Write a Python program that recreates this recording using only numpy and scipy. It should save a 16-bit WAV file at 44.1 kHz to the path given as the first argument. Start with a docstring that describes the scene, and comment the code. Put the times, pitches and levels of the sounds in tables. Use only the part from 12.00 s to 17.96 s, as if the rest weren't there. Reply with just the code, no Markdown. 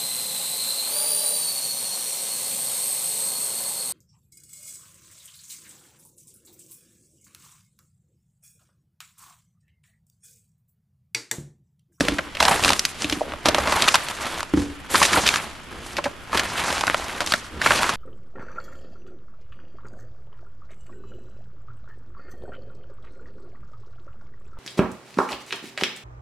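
"""Hands turn floured food in a thin foil tray on a kitchen table, close by, over a low steady room tone.
From the start, flickering noise bands scrape and hiss in strokes, and the tray's creases snap: clicks with
rattles, filtered by panel resonances. Soft thumps of decaying tray modes begin at once too.
Gliding two-mode groans join at 0.4 s and hollow knocks of falling pitch come at 1.2 s.
Two loud thumps follow each other at about 2.5 s; snaps and strokes go on to the end."""
import sys
import numpy as np
from scipy import signal
from scipy.fft import rfft, irfft, next_fast_len
from scipy.io import wavfile

SR = 44100
rng = np.random.default_rng(int(sys.argv[2]) if len(sys.argv) > 2 else 0)


def pcm_store(signal):
    """Save signal as 16-bit PCM."""
    levels = np.round(np.clip(np.atleast_2d(signal), -1, 1) * 32767)
    wavfile.write(sys.argv[1], SR, levels.astype(np.int16).T)


N = 262766
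T = np.arange(N) / SR
TOP_HZ = 12200  # upper band limit

# spectrum of a sharp foil crack: (frequency [Hz], density [dB])
CRACK_SPECTRUM = [(100, -58), (1000, -10.5), (2500, 0), (5000, -2.5), (8000, -11), (12000, -17),
                  (16000, -71)]
# spectrum of scraped foil: (frequency [Hz], density [dB])
SCRAPE_SPECTRUM = [(200, -8.5), (450, -7.5), (580, -2), (1050, 0.5), (2000, -4), (4000, -12.5), (8000, -27)]


def undb(db):
    """Decibels to amplitude gain."""
    return 10 ** (np.asarray(db) / 20)


def unit(x):
    """Scale to rms 1."""
    return x / np.sqrt(np.mean(x ** 2))


def bins(size):
    """Frequencies [Hz] of a real spectrum, kept above zero."""
    return np.maximum(np.fft.rfftfreq(size, 1 / SR), 1)


def colour(points, hz):
    """Gain of a (Hz, dB) spectrum at the given frequencies, interpolated over log frequency."""
    points_hz, points_db = np.transpose(points)
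    return undb(np.interp(np.log(hz), np.log(points_hz), points_db))


def tint(x, points):
    """Filter a signal by a (Hz, dB) spectrum."""
    size = next_fast_len(N)
    return irfft(rfft(x, size) * colour(points, bins(size)), size)[..., :N]


def ring(gain):
    """Minimum-phase impulse response of this magnitude: sudden start, natural decay."""
    cepstrum = irfft(np.log(gain + 1e-6))
    half = len(cepstrum) // 2
    # fold onto positive time
    cepstrum[1:half] *= 2
    cepstrum[half + 1:] = 0
    return irfft(np.exp(rfft(cepstrum)))


def walk(rate_hz):
    """Normal random values at this rate, joined by straight lines."""
    knots = rng.standard_normal(size=4096)
    return np.interp(T * rate_hz, np.arange(len(knots)), knots)


def kitchen(level_db=-44, side_db=-5):
    """Steady background of the room: mid and side noise, arriving from all around."""
    # room tone: (frequency [Hz], density [dB])
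    room_tone = [(22, -61.5), (300, -71.5), (750, -83), (1250, -71), (1900, -76.5), (3400, -77.5),
                 (4300, -109), (12000, -100)]
    mid, side = (unit(tint(rng.standard_normal(N), room_tone)) for _ in range(2))
    return undb(level_db) * (mid + undb(side_db) * side * np.array([[1], [-1]]))


def hiss(hiss_db=-60):
    """Each microphone adds its own faint hiss."""
    spectrum = [(2000, -16), (5000, 11), (8000, 1), (12000, -20)]  # (Hz, dB)
    return undb(hiss_db) * unit(tint(rng.standard_normal((2, N)), spectrum))


def handling(attack_s=0.073, sag_db_per_s=3.5, release_db_per_s=139):
    """Levels [dB] of foil, flour and food: strokes swell, ease and die away; overlaps add in power."""
    # hand strokes: (time at full strength [s], length [s],
    #                foil scraping [dB], flour hiss [dB], food shifting [dB]), before trims
    strokes = [(0.0, 0.095, -32.5, -31, -26), (0.183, 0.1, -40, -69, -42), (0.425, 0.16, -25, -27.5, -32),
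               (0.65, 0.026, -23.5, -22, -27), (0.81, 0.09, -43, -37.5, -62), (1.009, 0.006, -36, -31, -38),
               (1.085, 0.073, -35.5, -36, -36.5), (1.288, 0.038, -36, -52, -34),
               (1.486, 0.014, -26.5, -47, -25), (1.564, 0.1, -27, -37.5, -30),
               (1.724, 0.16, -25, -26.5, -34.5), (1.967, 0.14, -32, -34.5, -58),
               (2.21, 0.16, -31, -35, -40), (2.567, 0.05, -40.5, -38.5, -27),
               (2.943, 0.11, -30, -19.5, -35.5), (3.14, 0.049, -24, -23.5, -27.5),
               (3.253, 0.1, -27.5, -27.5, -37.5), (3.38, 0.096, -39, -42, -48),
               (3.72, 0.37, -43.5, -53, -40.5), (3.84, 0.09, -54, -38, -58),
               (4.351, 0.024, -24.5, -32, -29.5), (4.464, 0.73, -31, -37, -39),
               (4.579, 0.19, -27.5, -32, -49), (4.838, 0.1, -37.5, -56, -50),
               (5.277, 0.069, -36, -33, -37.5), (5.545, 0.022, -44, -71, -33), (5.65, 0.19, -24, -26, -34),
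               (5.885, .07, -29.5, -34.5, -38)]
    # the hands never lie quite still: (foil scraping [dB], flour hiss [dB], food shifting [dB])
    resting_db = (-46, -51, -50)
    power = undb(resting_db)[:, None] ** 2
    for start_s, length_s, *levels_db in strokes:
        age_s = T - start_s
        swell = np.clip(1 + age_s / attack_s, 0, 1) ** 2
        sag_db = sag_db_per_s * np.clip(age_s, 0, length_s)
        release_db = release_db_per_s * np.maximum(age_s - length_s, 0)
        power = power + np.outer(undb(levels_db), swell * undb(-sag_db - release_db)) ** 2
    return 10 * np.log10(power)


def grains(rate_hz, spread_db, smooth):
    """Countless tiny random slips of uneven size, over the noise blur of the smallest."""
    hit = rng.random(N) < rate_hz / SR
    sizes = undb(spread_db * np.minimum(rng.exponential(size=N), 5)) * rng.choice([-1, 1], N)
    return unit(hit * sizes) + smooth * rng.standard_normal(N)


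def rustle(points, rate_hz, spread_db, smooth, flicker_db, count=8):
    """Every slip rings its own patch of foil, so each octave crackles and flickers by itself."""
    size = next_fast_len(N)
    hz = bins(size)
    octave = np.log2(hz / TOP_HZ) + count - 1
    spectrum = 0
    for k in range(count):
        slips = grains(rate_hz, spread_db, smooth) * undb(flicker_db * walk(45))
        band = np.sqrt(np.maximum(1 - np.abs(octave - k), 0))  # neighbours add to constant power
        spectrum = spectrum + rfft(slips, size) * band
    return unit(irfft(spectrum * colour(points, hz), size)[:N])


def jerks(rate_hz=120, depth=0.95, slip_s=0.0044):
    """Stick and slip: the drag leaps each time a piece lets go, then settles at once."""
    slips = (rng.random(N) < rate_hz / SR) * rng.random(N)
    settling = np.exp(-T[:SR // 20] / slip_s)
    return unit(1 + depth * signal.fftconvolve(slips, settling)[:N])


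def stirring(foil_level_db, flour_level_db, food_level_db,
             scrape_db=0, flour_db=-0.5, food_db=-2, crinkle_db=-9.5):
    """Floured food drags over the foil in jerks and ticks its wrinkles; powder hisses, pieces shift dully."""
    # hissing powder: (frequency [Hz], density [dB])
    flour_spectrum = [(800, 3), (3000, 4.5), (7000, 1), (10000, -2.5), (12500, -10)]
    # dull shifting pieces: (frequency [Hz], density [dB])
    food_spectrum = [(20, -6), (72, 14.5), (115, 1), (300, 8), (500, 3), (1000, -45)]
    scrape = rustle(SCRAPE_SPECTRUM, rate_hz=600, spread_db=2.0, smooth=0.59, flicker_db=1.5)
    scrape = scrape * undb(foil_level_db + scrape_db)
    flour = rustle(flour_spectrum, rate_hz=2500, spread_db=-0.5, smooth=0.93, flicker_db=4.0)
    flour = flour * undb(flour_level_db + flour_db)
    food = unit(tint(rng.standard_normal(N), food_spectrum)) * undb(food_level_db + food_db)
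    # each tiny wrinkle rattles for about a millisecond
    t = T[:SR // 20]
    wrinkle = rng.standard_normal(len(t)) * np.exp(-t / 0.00037)
    ticks = signal.fftconvolve(grains(rate_hz=120, spread_db=1.5, smooth=0), wrinkle)[:N]
    crinkle_level_db = (foil_level_db + flour_level_db) / 2 + crinkle_db
    crinkle = unit(tint(ticks, CRACK_SPECTRUM)) * undb(crinkle_level_db)
    return jerks() * (scrape + flour + food + crinkle)


def snaps(load_db, rattle=1.56, sharpness=2.8, creak=0.27, lead=0.36, size=2048,
          floor_db=-5, floor_db_per_load_db=1, floor_db_per_octave=-5, middle_panel_hz=1200):
    """A crease creaks under load and flips with a click; bending waves then rattle across the wrinkles."""
    # snapping creases: (time [s], level over 10 ms [dB], pitch of the buckling panel [Hz],
    #                    sharp crack against the panel [dB], rattle decay time [s])
    creases = [(0.0076, -16.5, 1640, -0.5, 0.004), (0.0842, -16.5, 1730, 0.5, 0.0024),
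               (0.1847, -25, 2140, -33, 0.0025), (0.1888, -19, 1620, -34, 0.0052),
               (0.351, -30.5, 2820, -17, 0.0059), (0.3704, -29, 2430, -16, 0.0037),
               (0.403, -12.5, 1070, -1.5, 0.0064), (0.427, -13.5, 790, 1.5, 0.003),
               (0.4527, -15, 1000, 0, 0.0036), (0.482, -12, 1010, -4.5, 0.0032),
               (0.5118, -16.5, 990, -10, 0.0094), (0.6376, -18.5, 2500, 3, 0.0045),
               (0.6474, -14.5, 840, 17, 0.0025), (0.6588, -19, 1110, -5, 0.0018),
               (0.68, -15.5, 1610, 0, 0.0075), (0.692, -16, 2270, 7, 0.0022),
               (0.7041, -14.5, 950, 0.5, 0.0029), (0.722, -26, 2700, -2, 0.0014),
               (0.7327, -18, 1310, 5, 0.0028), (0.794, -16, 5350, -5.5, 0.003),
               (0.852, -16, 5000, 2, 0.0041), (1.0212, -25, 2880, 5, 0.002),
               (1.0445, -21.5, 2740, -25, 0.0036), (1.098, -23.5, 2840, 13, 0.003),
               (1.1252, -21, 2720, -22, 0.005), (1.3211, -31.5, 1440, -21, 0.0013),
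               (1.337, -28.5, 1200, -14, 0.0016), (1.4572, -11.5, 960, 0, 0.012),
               (1.486, -12.5, 660, 4, 0.0038), (1.5465, -14.5, 1060, 0, 0.0026),
               (1.5833, -15.5, 1010, -8, 0.0055), (1.6738, -17, 1150, -9, 0.0068),
               (1.723, -15, 1000, -9, 0.011), (1.822, -15.5, 1250, 20, 0.0029),
               (1.878, -19, 1170, -6, 0.0033), (1.8819, -11, 1200, 4, 0.0053),
               (1.8882, -14.5, 2360, 3, 0.0021), (1.9428, -10, 940, 1.5, 0.01),
               (1.9556, -9.5, 1840, -3, 0.0012), (2.086, -27.5, 1480, 4, 0.0026),
               (2.406, -26, 1194, -0.5, 0.0022), (2.43, -25.5, 1030, 2, 0.0021),
               (2.9453, -13, 1040, -26, 0.0075), (2.9556, -12.5, 1400, 1.5, 0.0057),
               (2.9805, -27, 1500, 2, 0.002), (3.0161, -11.5, 990, -33, 0.011),
               (3.0284, -11, 1820, 1, 0.0069), (3.0518, -16, 1460, 7, 0.0054),
               (3.131, -16.5, 1800, 6, 0.009), (3.1944, -21.5, 780, -15, 0.0062),
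               (3.2673, -17.5, 1730, 11, 0.0023), (3.2763, -15, 2530, 11, 0.0046),
               (3.2892, -13, 2300, 0, 0.0024), (3.34, -18.5, 1400, -1, 0.0053),
               (3.3592, -19.5, 1310, -1, 0.0022), (3.968, -25, 2640, -2, 0.0089),
               (3.982, -29, 2000, -8, 0.0041), (3.986, -19, 1070, -22, 0.0058),
               (4.0417, -24.5, 2380, -2.5, 0.01), (4.0564, -27, 1810, -12, 0.0036),
               (4.0603, -18.5, 935, -29, 0.008), (4.3302, -21.5, 1080, -13, 0.0058),
               (4.347, -24, 990, -7, 0.0034), (4.374, -17.5, 2000, -1, 0.0073),
               (4.3951, -17, 1630, -2.5, 0.0068), (4.727, -24, 686, -3, 0.0023),
               (4.781, -27, 1410, -5, 0.0011), (4.8098, -21.5, 970, 1, 0.0044),
               (4.8377, -19, 1180, -21, 0.00091), (4.8691, -23, 900, 3, 0.0028),
               (4.8794, -17.5, 1460, -24, 0.0021), (4.899, -17, 1130, -32, 0.001),
               (4.945, -15.5, 1270, -32, 0.0019), (5.2057, -20.5, 980, -6.5, 0.004),
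               (5.2115, -21.5, 980, -6.5, 0.018), (5.2628, -27, 4800, 0, 0.0028),
               (5.2732, -25, 1000, 10, 0.0054), (5.3218, -15.5, 1540, 3, 0.0022),
               (5.338, -14.5, 1410, -5.5, 0.004), (5.616, -18.5, 1700, -10, 0.0089),
               (5.6619, -12, 1380, -25, 0.0056), (5.6721, -19, 2030, -11, 0.0046),
               (5.707, -11.5, 1320, -32, 0.007), (5.72, -18.5, 2250, -24, 0.0016),
               (5.8319, -18.5, 1290, -6, 0.002), (5.8929, -17.5, 1110, -4, 0.0064)]
    # shaken tray floor: (frequency [Hz], density [dB])
    floor_spectrum = [(20, -35), (75, -11.5), (150, 0), (310, 3.5), (430, -12), (590, 12.5), (1500, -40),
                      (8000, -107)]
    out, hz, before = np.zeros(N + 2 * size), bins(size), size // 8
    t = (np.arange(size) - before) / SR
    chance = rng.standard_normal((len(creases), size))
    chance = chance * np.sqrt(np.abs(chance))  # a few wrinkles click much harder than the rest
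    crack, floor = unit(colour(CRACK_SPECTRUM, hz)), unit(colour(floor_spectrum, hz))
    for (time_s, level_db, panel_hz, sharp_db, rattle_s), noise in zip(creases, chance):
        # shifting food shakes the floor more; smaller, higher panels shake it less
        deep_db = floor_db + floor_db_per_load_db * np.interp(time_s, T, load_db)
        deep_db += floor_db_per_octave * np.log2(panel_hz / middle_panel_hz)
        # flour damps the panel, so that its resonance is broad
        resonance = 1 / np.hypot(1, sharpness * (hz / panel_hz - panel_hz / hz))
        panel = unit(resonance / np.hypot(1, hz / (2 * panel_hz)))
        power = panel ** 2 + (undb(sharp_db) * crack) ** 2 + (undb(deep_db) * floor) ** 2
        age = np.abs(t) / rattle_s
        push = noise * np.where(t < 0, creak * np.exp(-age / lead), np.exp(-age))
        # the longer the rattle, the more it outweighs the first click
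        push *= rattle * np.sqrt(rattle_s / 0.0043) / np.linalg.norm(push)
        push[before] += 1  # click
        snap = signal.fftconvolve(push, ring(np.sqrt(power)))[:size]
        start = max(int(time_s * SR), 0)
        out[start:start + size] += snap / np.linalg.norm(snap) * undb(level_db) * np.sqrt(.01 * SR)
    return out[before:before + N]


def thumps(tick_db=-23, tick_s=0.0069, contact_s=0.0037, wander=0.04):
    """The weighted tray booms briefly on the table, and its foil ticks with each blow."""
    # soft blows on the loaded tray: (time [s], level [dB])
    blows = [(0.009, -9), (0.0858, -12), (0.121, -13.5), (1.045, -13), (1.125, -12.5), (1.168, -16),
             (2.5373, -1), (2.5729, -3), (2.587, -23), (2.621, -14.5), (3.143, -15), (3.174, -19)]
    # modes of the loaded tray: (frequency [Hz], level [dB], decay time to -60 dB [s])
    modes = [(78, -17.5, 0.17), (197, -9, 0.064), (291, -22, 0.53), (305, 3.5, 0.037), (373, -25, 0.083),
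             (457, -19, 0.035)]
    out, t = np.zeros(N), T[:SR // 2]
    boom = 0
    for hz, mode_db, t60_s in modes:
        # the load keeps settling, so each mode wanders in pitch
        cycles = hz * np.cumsum(1 + wander * walk(50)[:len(t)]) / SR
        boom = boom + undb(mode_db) * np.sin(2 * np.pi * cycles) * undb(-60 * t / t60_s)
    boom *= 1 - np.exp(-t / contact_s)  # the soft load takes a moment to press home
    foil = unit(tint(rng.standard_normal(N), SCRAPE_SPECTRUM))
    for time_s, level_db in blows:
        start = int(time_s * SR)
        span = slice(start, start + len(t))
        tick = undb(tick_db) * foil[span] * np.exp(-t / tick_s)
        out[span] += undb(level_db) * (tick - boom)
    return out


def groans(attack_s=0.0043, release_s=0.0038, overtone=1.6, overtone_db=-10, size=512):
    """Friction keeps a panel ringing unevenly in two modes, which slide together as its tension changes."""
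    # panels under a dragged piece: (time [s], length [s], level [dB], first pitch [Hz], last pitch [Hz],
    #                                bandwidth as a share of the pitch [ratio])
    drags = [(0.409, 0.15, -28.5, 740, 703, 0.58), (1.656, 0.15, -28, 1100, 1016, 0.4),
             (3.076, 0.056, -28, 1260, 1403, 0.84), (3.128, 0.021, -20.5, 1955, 993, 0.31),
             (3.16, 0.013, -16, 1600, 1052, 0.35), (3.17, 0.018, -19.5, 712, 710, 0.72),
             (5.208, 0.125, -43, 888, 1470, 0.25), (5.329, 0.023, -30, 1635, 1420, 0.1)]
    out, t = np.zeros(N), T[:SR // 4]
    chance = rng.standard_normal((len(drags), 2, 2, size))
    for (time_s, length_s, level_db, first_hz, last_hz, width), draws in zip(drags, chance):
        pitch_hz = first_hz * (last_hz / first_hz) ** np.minimum(t / length_s, 1)
        cycles = np.cumsum(pitch_hz) / SR
        ringing = 0
        for ratio, gain, (real, imag) in zip((1, overtone), (1, undb(overtone_db)), draws):
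            grip = np.interp(ratio * cycles * width, np.arange(size), real + 1j * imag)
            grip = grip / np.hypot(1, np.abs(grip))  # friction can only push so hard
            mode = np.real(grip * np.exp(2j * np.pi * ratio * cycles))
            ringing = ringing + gain * unit(mode)
        held = np.minimum(t / attack_s, 1) * np.exp(-np.maximum(t - length_s, 0) / release_s)
        start = int(time_s * SR)
        out[start:start + len(t)] += undb(level_db) * ringing * held / np.std(ringing[t < length_s])
    return out


def knocks(sag=0.15, decay_s=0.0027, tail_db=-21, tail_s=0.039):
    """The panel slackens as it pops over, so its tone drops quickly; it shudders on unevenly."""
    # panels popping over under a soft piece: (time [s], level [dB], first pitch [Hz])
    pops = [(1.2091, -9, 744), (1.2154, -3.5, 642)]
    out, t = np.zeros(N), T[:SR // 4]
    for time_s, level_db, first_hz in pops:
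        pitch_hz = first_hz * (1 - sag * (1 - np.exp(-2 * t / tail_s)))
        cycles = np.cumsum(pitch_hz) / SR
        shudder = undb(tail_db) * walk(first_hz / 2)[:len(t)] * np.exp(-t / tail_s)
        fade = (np.exp(-t / decay_s) + shudder) * np.minimum(cycles, 1)  # rises over the first cycle
        start = int(time_s * SR)
        out[start:start + len(t)] += undb(level_db) * fade * np.sin(2 * np.pi * cycles)
    return out


def room(x, wet_db=-21, t60_s=0.91, near_s=0.016):
    """Faint echo comes from all around; nearby reflections tell left from right, mostly in the treble."""
    # reflections of opposite sign left and right: (frequency [Hz], gain [dB])
    nearby_gain = [(280, -19), (470, -13), (950, -20), (1500, -16), (3200, -28), (7500, -10.5)]
    t = T[:SR // 2]
    decays = np.array([undb(-60 * t / t60_s), undb(-60 * t / t60_s), np.exp(-t / near_s)])
    paths = rng.standard_normal(decays.shape) * decays * (t > .002)  # silent for the first 2 ms
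    left, right, near = (signal.fftconvolve(x, h / np.linalg.norm(h))[:N] for h in paths)
    side = tint(near, nearby_gain)
    return x + undb(wet_db) * np.array([left, right]) + np.array([side, -side])


def scene(snap_db=0, pan_db=-0.57):
    """Tray sounds in the room, over background and hiss; the balance leans just right of centre."""
    foil_level_db, flour_level_db, food_level_db = handling()
    tray = stirring(foil_level_db, flour_level_db, food_level_db)
    tray = tray + undb(snap_db) * snaps(food_level_db - foil_level_db)
    tray = tray + thumps() + groans() + knocks()
    balance = undb(np.array([[pan_db], [-pan_db]]) / 2)
    return (room(tray) + kitchen() + hiss()) * balance


def record(dry):
    """The sharpest peaks overload the recorder, which also cuts the top."""
    clipped = np.clip(dry, -.8, .8)
    lowpass = signal.ellip(8, .2, 80, TOP_HZ, fs=SR, output="sos")
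    return signal.sosfilt(lowpass, clipped)


dry = scene()
out = record(dry)
pcm_store(out)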